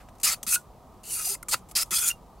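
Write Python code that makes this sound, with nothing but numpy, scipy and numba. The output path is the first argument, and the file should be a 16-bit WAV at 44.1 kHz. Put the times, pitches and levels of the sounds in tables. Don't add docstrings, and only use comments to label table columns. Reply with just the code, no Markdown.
import sys
import numpy as np
from scipy import signal
from scipy.fft import rfft, irfft
from scipy.io import wavfile
from scipy.ndimage import uniform_filter1d
from numba import njit

SR = 44100
rng = np.random.default_rng(int(sys.argv[2]) if len(sys.argv) > 2 else 0)


def unload_audio(sound):
    columns = np.transpose(np.atleast_2d(sound))
    steps = np.round(np.clip(columns, -1, 1) * 32767)
    wavfile.write(sys.argv[1], SR, steps.astype(np.int16))


def attenuation_scalar(level_db):
    decades = np.asarray(level_db, float) / 20
    return 10 ** decades


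N = 105840

# time_s, rubbing_db, air_drive_db, steel_lean_db
FIRST_PULL = [
    [(0.233, -24.5, -24, -6), (0.245, -21, -35, -9), (0.257, -25, -26, -7), (0.267, -24.5, -11, -2.5),
     (0.281, -22.5, -19.5, -12), (0.3, -26.5, -17, -7), (0.312, -29, -13.5, -4), (0.344, -31.5, -8, 0)],
    [(0.466, -32.5, -10.5, -31), (0.475, -29.5, -11.5, -21), (0.49, -27.5, -25, -7),
     (0.515, -26, -24.5, -14), (0.526, -24, -11, -22), (0.54, -21.5, -20, -18.5), (0.549, -19.5, -22, -26),
     (0.556, -24.5, -23.5, -19.5)],
]
PUSH = [
    [(1.034, -52, -19.5, -3), (1.098, -38, -27, -14), (1.12, -33.5, -31, -18), (1.15, -33.5, -23, -11),
     (1.2, -34.5, -6, -16), (1.243, -34, -22.5, -15), (1.255, -30.5, -26, -17), (1.322, -31, -25, -13.5),
     (1.352, -37.5, -12.5, -9.5)],
    [(1.485, -33, -0.5, -10), (1.509, -35, -28, -2.5), (1.527, -24, -15.5, 7.5), (1.537, -24.5, -4.5, 5),
     (1.547, -30, -1.5, 3)],
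]
SECOND_PULL = [
    [(1.753, -31.5, -38, 6), (1.765, -23, -32, 5), (1.775, -23.5, -12, -16), (1.801, -29, -12, -2),
     (1.832, -28.5, -13.5, -19.5)],
    [(1.908, -31, -12.5, -18), (1.942, -27.5, -6, -4.5), (1.956, -25.5, -26, 0.5), (1.99, -26.5, -15, -4.5),
     (2.005, -29, -20, -21), (2.03, -27, -10.5, -29), (2.055, -29, -18, -29), (2.088, -22, -20.5, -27.5),
     (2.118, -41.5, -4, -4)],
]
STROKES = FIRST_PULL + PUSH + SECOND_PULL
GRIP_STARTS = [.232, .4655, 1.033, 1.4845, 1.752, 1.9075]
# quick_fall_db_per_s, rustle_start_db, rustle_fall_db_per_s
SETTLING = [(2500, -14, 497), (1570, -11, 447), (2000, -13, 491.5), (2070, -10, 451), (3500, -18.5, 293.5),
            (2030, -7.5, 452)]
# time_s, air_column_hz, second_mode_db, hiss_focus_db_per_octave,
# lowest_steel_mode_up_others_down_db
TRAVEL = [(.1, 1240, -2, -12.5, -2), (.23, 1340, 11, -1.5, -9), (.29, 1176, 1, -2, 0),
          (.31, 1310, -3, -4.5, 8), (.47, 1283, -13, -1, -5), (.51, 1380, -8, 4.5, 6),
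          (.522, 1400, -8, 10, 7), (.546, 1386, -6, 6.5, -3.5), (.554, 1435, -16, -1, 0),
          (1.03, 1425, 15, 2, 6), (1.16, 1390, -3, 11.5, 2), (1.22, 1276, -12.5, 5.5, -7),
          (1.36, 1333, 5, 5, -8), (1.5, 1247, -17, 2, 4.5), (1.55, 1413, 2.5, -7.5, 4),
          (1.76, 1343, -1, -2.5, -6), (1.94, 1290, -5.5, 0.5, -7), (1.99, 1405, -8, 6.5, 6),
          (2.05, 1385, -6, 11, -17), (2.12, 1384, 4.5, -2.5, -2)]
# frequency_hz, density_db
BRISTLE_SPECTRUM = [(410, -37.5), (700, -16), (1250, -14.5), (1630, -8), (2520, -5), (8860, 3), (14300, -3),
                    (15900, -29.5), (16500, -44)]
# frequency_hz, level_db
LOW_STEEL = [(4490, -11.5), (4830, -9.5), (5010, -10.5)]
HIGH_STEEL = [(6240, -14), (6750, -14), (7400, -15), (7670, -12), (8580, -12), (9000, -11), (9550, -12),
              (10300, -13), (10900, -13), (11500, -15), (12200, -15), (13300, -17)]
# start_s, stop_s, frequency_hz, level_over_rubbing_db
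SINGING = [(.233, 0.27, 8900, -11), (.233, .26, 2850, -14), (0.22, .285, 2520, -16),
           (.275, .305, 2100, -10), (.25, 0.26, 7300, -0.5), (0.47, 0.58, 2560, -15.5),
           (.535, 0.63, 2840, -15.5), (0.55, 0.51, 7400, -13.5), (1.034, 1.12, 3000, -14.5),
           (1.034, 1.09, 4650, -11), (1.1, 1.3, 2800, -19), (1.15, 1.28, 2500, -20),
           (0.25, .345, 4760, -10.5), (0.2375, 0.33, 5280, -8.5), (1.1, 1.2, 4650, -14.5),
           (1.24, 1.35, 5000, -15.5), (.5, .55, 1420, -21), (0.46, 0.5, 4900, -14.5),
           (1.105, 1.2, 9350, -3), (1.12, 1.24, 10400, -8.5), (0.98, 1.17, 6000, -16),
           (1.21, 1.3, 6000, -12), (1.25, 1.355, 9050, -7), (1.28, 0.98, 7440, -11),
           (1.752, 1.85, 5400, -6.5), (1.91, 1.94, 2040, -11), (1.94, 2.1, 2500, -21),
           (1.93, 1.96, 4100, -16), (1.968, 1.995, 5400, -8.5), (2.02, 2.06, 2550, -19),
           (1.9, 2.075, 3400, -11), (2.025, 2.1, 7000, -4.5), (1.93, 1.98, 8600, -12.5)]
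# start_s, level_db, length_s
LONE_SLIPS = [(.002, -64, 0.037), (0.087, -60, 0.0082), (0.257, -26, .0012), (0.152, -64, 0.008),
              (0.184, -59, 0.0076), (.1995, -48.5, 0.0087), (0.212, -48.5, 0.01), (0.4299, -31.5, 0.0067),
              (0.442, -52.5, .018), (1.037, -62, 0.0038), (1.053, -47, 0.0051), (1.065, -50, 0.0036),
              (1.428, -38, 0.0039), (1.536, -25.5, 0.00065), (1.5436, -33, 0.00061), (1.544, -19, 0.00048),
              (1.687, -54.5, 0.031), (1.712, -42.5, 0.007)]
POPS = [(.559, 1450, .07), (.558, 2772, .036), (.558, 4242, .045), (2.103, 2795, .025), (2.118, 2795, .09),
        (2.112, 5700, .025), (1.5425, 1330, .014), (1.536, 1000, .035), (1.53, 850, .045),
        (1.536, 1400, .015), (1.352, 2100, .02), (1.35, 1000, .03), (1.429, 2080, .02), (1.429, 1400, .025),
        (2.385, 4550, .04), (.975, 4700, .05)]
POP_LEVELS = [-21, -32.5, -34, -21, -39, -29.5, -8.5, -23.5, -26.5, -20, -34.5, -37.5, -35.5, -33, -64, -66]
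# start_s, level_db, pitch_hz
JOLTS = [(0.235, -34.5, 200), (.432, -39, 230), (.47, -32, 220), (1.54, -35, 531), (1.542, -36.5, 333),
         (1.546, -32, 110), (1.757, -39, 200), (1.913, -33.5, 359), (1.922, -31, 196)]
# middle_s, length_s,
# pitch_hz, level_db
SQUEAKS = [(1.276, 0.013, 729, -38.5), (1.317, 0.045, 400, -43.5), (1.318, 0.017, 838, -47),
           (2.114, 0.0087, 2795, -24.5)]
# frequency_hz, density_db
HUM_SPECTRUM = [(12, -36), (20, -2), (200, -4.5), (259, -10.5), (341, -10), (626, -11.5), (719, -9),
                (1250, -14), (1620, -53.5), (2750, -120)]
HISS_SPECTRUM = [(1000, 6.5), (2000, -3.5), (4500, -5.5), (16000, -10)]
# frequency_hz, correlation
LIKENESS = [(25, .999), (250, .86), (1500, .96), (5000, .68), (14000, .62)]
# frequency_hz, difference_db
LEFT_OVER_RIGHT = [(25, 0), (90, -2.0), (300, .5), (600, 1.2), (1500, -1.7), (4000, 0), (8000, .8),
                   (12000, -.8)]

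SLIPS_PER_S, SLIP_SPREAD_DB, PATCHY_DB, FLUTTER_DB = 14000, 2.8, 1.3, .8
STEEL_WIDTH_HZ, STEEL_WANDER_DB = 130, 3.0
SINGING_WIDTH_HZ, SINGING_EDGE_S = 60, .004
COLUMN_WIDTH_HZ, SECOND_WIDTH_HZ, SECOND_RATIO = 75, 130, 1.958
LONE_SLIP_TONE_DB, JOLT_T60_S = -24, .055
ROOM_T60_S, ROOM_DB, WALL_CUT_HZ = .12, -28, 9000
HUM_DB, HUM_EDGE_HZ, HUM_EDGE_DB = -51.5, 1274, -66
RUMBLE_HZ, RUMBLE_DB, HISS_DB = 45.6, -57, -65.5


def brush():
    rub, press, air_db, lean_db = stroke_forces()
    lone = lone_slips()
    air_hz, second_db, focus_db, lower_db = in_time(TRAVEL)
    grains = slips()
    tips = grains[1, 1]
    hiss = (rub + lone) * banded(grains, BRISTLE_SPECTRUM, PATCHY_DB, focus_db)
    steel = steel_ring(tips, rub + lone, press, lean_db, lower_db) + singing(tips * press)
    blow = grains[1, 0] * (press * attenuation_scalar(air_db) + lone * attenuation_scalar(LONE_SLIP_TONE_DB))
    return hiss + steel + air_column(blow, air_hz, second_db)


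def slips():
    size_db = SLIP_SPREAD_DB * np.minimum(rng.exponential(1, (4, N)), 5)
    sizes = attenuation_scalar(size_db) * rng.choice([-1, 1], (4, N))
    let_go = rng.random((4, N)) < SLIPS_PER_S / SR
    return rms_one(sizes * let_go).reshape(2, 2, N)


def stroke_forces():
    t = np.arange(N) / SR
    rows = []
    for start, stroke in zip(GRIP_STARTS, STROKES):
        rows.append((start, *stroke[0][1:]))
        rows += [row for row in stroke if row[0] > start]
    level_db, air_db, lean_db = in_time(rows)
    rub, press = np.zeros(N), np.zeros(N)
    for start, stroke, (quick, rustle_db, slow) in zip(GRIP_STARTS, STROKES, SETTLING):
        end, end_db = stroke[-1][:2]
        age = np.maximum(t - end, 0)
        moving = (t > start) * attenuation_scalar(level_db)
        settling = np.maximum(attenuation_scalar(-quick * age), attenuation_scalar(rustle_db - slow * age))
        rub += np.where(t < end, moving, attenuation_scalar(end_db) * settling)
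        press += np.where(t < end, moving, attenuation_scalar(end_db - quick * age))
    flutter = attenuation_scalar(FLUTTER_DB * drift(70))
    rub = uniform_filter1d(rub, size=40) * flutter
    press = uniform_filter1d(press, size=40) * flutter
    return rub, press, air_db, lean_db


def lone_slips():
    t = np.arange(N) / SR
    return sum(attenuation_scalar(db) * (t > s) * np.exp(-((t - s) / length) ** 2) for s, db, length in LONE_SLIPS)


def steel_ring(tips, rub, press, lean_db, lower_db):
    ring = np.zeros(N)
    for k, (hz, db) in enumerate(LOW_STEEL):
        balance_db = lower_db if k == 0 else -lower_db
        push = tips * press * attenuation_scalar(lean_db + balance_db)
        ring += attenuation_scalar(db) * resonance(push, hz, STEEL_WIDTH_HZ / 2)
    for hz, db in HIGH_STEEL:
        push = tips * rub * attenuation_scalar(STEEL_WANDER_DB * drift(18))
        ring += attenuation_scalar(db) * resonance(push, hz, STEEL_WIDTH_HZ)
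    return ring


def singing(push):
    t, song = np.arange(N) / SR, np.zeros(N)
    for start, stop, hz, db in SINGING:
        passing = np.clip(np.minimum(t - start, stop - t) / SINGING_EDGE_S, 0, 1)
        width_hz = SINGING_WIDTH_HZ * np.sqrt(hz / 2500)
        song += attenuation_scalar(db) * resonance(push * passing + 1e-18, hz, width_hz)
    return song


def air_column(blow, hz, second_db):
    first = resonance(blow, hz, COLUMN_WIDTH_HZ)
    second = resonance(blow * attenuation_scalar(second_db), SECOND_RATIO * hz, SECOND_WIDTH_HZ)
    return first - second


def pops_and_jolts():
    t, out = np.arange(N) / SR, np.zeros(N)
    pops = [(s, db, hz, t60) for (s, hz, t60), db in zip(POPS, POP_LEVELS)]
    jolts = [(*row, JOLT_T60_S) for row in JOLTS]
    for s, db, hz, t60 in pops + jolts:
        age = np.maximum(t - s, 0)
        onset = 1 - np.exp(-age * hz)
        out += attenuation_scalar(db - 60 * age / t60) * onset * np.sin(2 * np.pi * hz * age)
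    return out


def squeaks():
    t, out = np.arange(N) / SR, np.zeros(N)
    for middle, length, hz, db in SQUEAKS:
        swell = np.exp(-((t - middle) * 2 / length) ** 2)
        out += attenuation_scalar(db) * swell * np.sin(2 * np.pi * hz * t)
    return out


def room(x):
    out, dull = np.zeros((2, N)), np.exp(-2 * np.pi * WALL_CUT_HZ / SR)
    lags = (rng.uniform(.006, .024, 16) * SR).astype(int)
    for k, lag in enumerate(lags):
        loop, state = x.copy(), [0.]
        gain = attenuation_scalar(-60 * lag / SR / ROOM_T60_S)
        for i in range(lag, N, lag):
            back, state = signal.lfilter([gain * (1 - dull)], [1, -dull], loop[i - lag:i], zi=state)
            loop[i:i + lag] += back[:N - i]
        out[k % 2] += (loop - x) * (-1) ** (k // 2)
    return out


def hum():
    air = attenuation_scalar(HUM_DB) * banded(rng.standard_normal((2, 2, N)), HUM_SPECTRUM, patchy_db=2.0)
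    edge_band = signal.butter(2, [650, HUM_EDGE_HZ], "band", fs=SR, output="sos")
    murmur = rms_one(signal.sosfilt(edge_band, rng.standard_normal(N)))
    sharp_edge = signal.cheby1(6, 1, HUM_EDGE_HZ, fs=SR, output="sos")
    low = signal.sosfilt(sharp_edge, air + attenuation_scalar(HUM_EDGE_DB) * murmur)
    rumble = attenuation_scalar(RUMBLE_DB) * resonance(rng.standard_normal(N), RUMBLE_HZ, 12.0)
    hiss = attenuation_scalar(HISS_DB) * banded(rng.standard_normal((2, 2, N)), HISS_SPECTRUM, patchy_db=0.0)
    return low + rumble + hiss


def banded(white, spectrum, patchy_db, tilt_db=0):
    out, edges = 0, 20 * 2 ** np.arange(0, 10, 1 / 3)
    for k, (low, high) in enumerate(zip(edges, edges[1:])):
        hz = np.sqrt(low * high)
        if not spectrum[0][0] <= hz <= spectrum[-1][0]:
            continue
        source = white[k % 2]
        led_in = np.concatenate([source[:, -SR // 4:], source], axis=1)
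        band = signal.butter(2, [low, high], "band", fs=SR, output="sos")
        mid, side = signal.sosfilt(band, led_in)[:, -N:]
        alike = at_hz(LIKENESS, hz)
        octaves = np.log2(min(hz, 1e8 / hz) / 7000)
        gain = attenuation_scalar(at_hz(spectrum, hz) + patchy_db * drift(25) + tilt_db * octaves)
        out = out + gain * (np.sqrt(1 + alike) * mid + np.sqrt(1 - alike) * side * [[1], [-1]])
    return rms_one(out)


def resonance(x, hz, width_hz):
    r = np.exp(-np.pi * width_hz / SR)
    return np.sqrt((1 - r * r) / 2) * glide(x, r, np.cos(2 * np.pi * hz / SR) * np.ones(N))


@njit
def glide(x, r, cosine):
    y = np.zeros(len(x))
    for i in range(2, len(x)):
        y[i] = x[i] - x[i - 2] + 2 * r * cosine[i] * y[i - 1] - r * r * y[i - 2]
    return y


def drift(rate_hz):
    r = np.exp(-2 * np.pi * rate_hz * 40 / SR)
    chance = rng.standard_normal(N // 40 + 2002)
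    slow = signal.lfilter([1], [1, -2 * r, r * r], chance)[2000:]
    return np.interp(np.arange(N) / 40, np.arange(len(slow)), rms_one(slow))


def rms_one(x):
    return x / np.sqrt(np.mean(x ** 2) + 1e-20)


def in_time(rows):
    s, *columns = np.transpose(rows)
    return [np.interp(np.arange(N) / SR, s, c) for c in columns]


def at_hz(points, hz):
    table_hz, values = np.transpose(points)
    return np.interp(np.log(hz), np.log(table_hz), values)


def scene():
    near = brush() + pops_and_jolts() + squeaks()
    return near + attenuation_scalar(ROOM_DB) * room(near.mean(0)) + hum()


def low_pass(x):
    return signal.sosfilt(signal.butter(12, 16810, fs=SR, output="sos"), x)


def record(dry):
    hz = np.maximum(np.fft.rfftfreq(N, 1 / SR), 1)
    lean_db = at_hz(LEFT_OVER_RIGHT, hz) * [[.5], [-.5]]
    heard = irfft(rfft(dry) * attenuation_scalar(lean_db), N)
    top_cut = signal.ellip(8, .5, 30, 15800, fs=SR, output="sos")
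    mix = signal.sosfilt(top_cut, heard)
    return low_pass(mix)


dry = scene()
out = record(dry)
unload_audio(out)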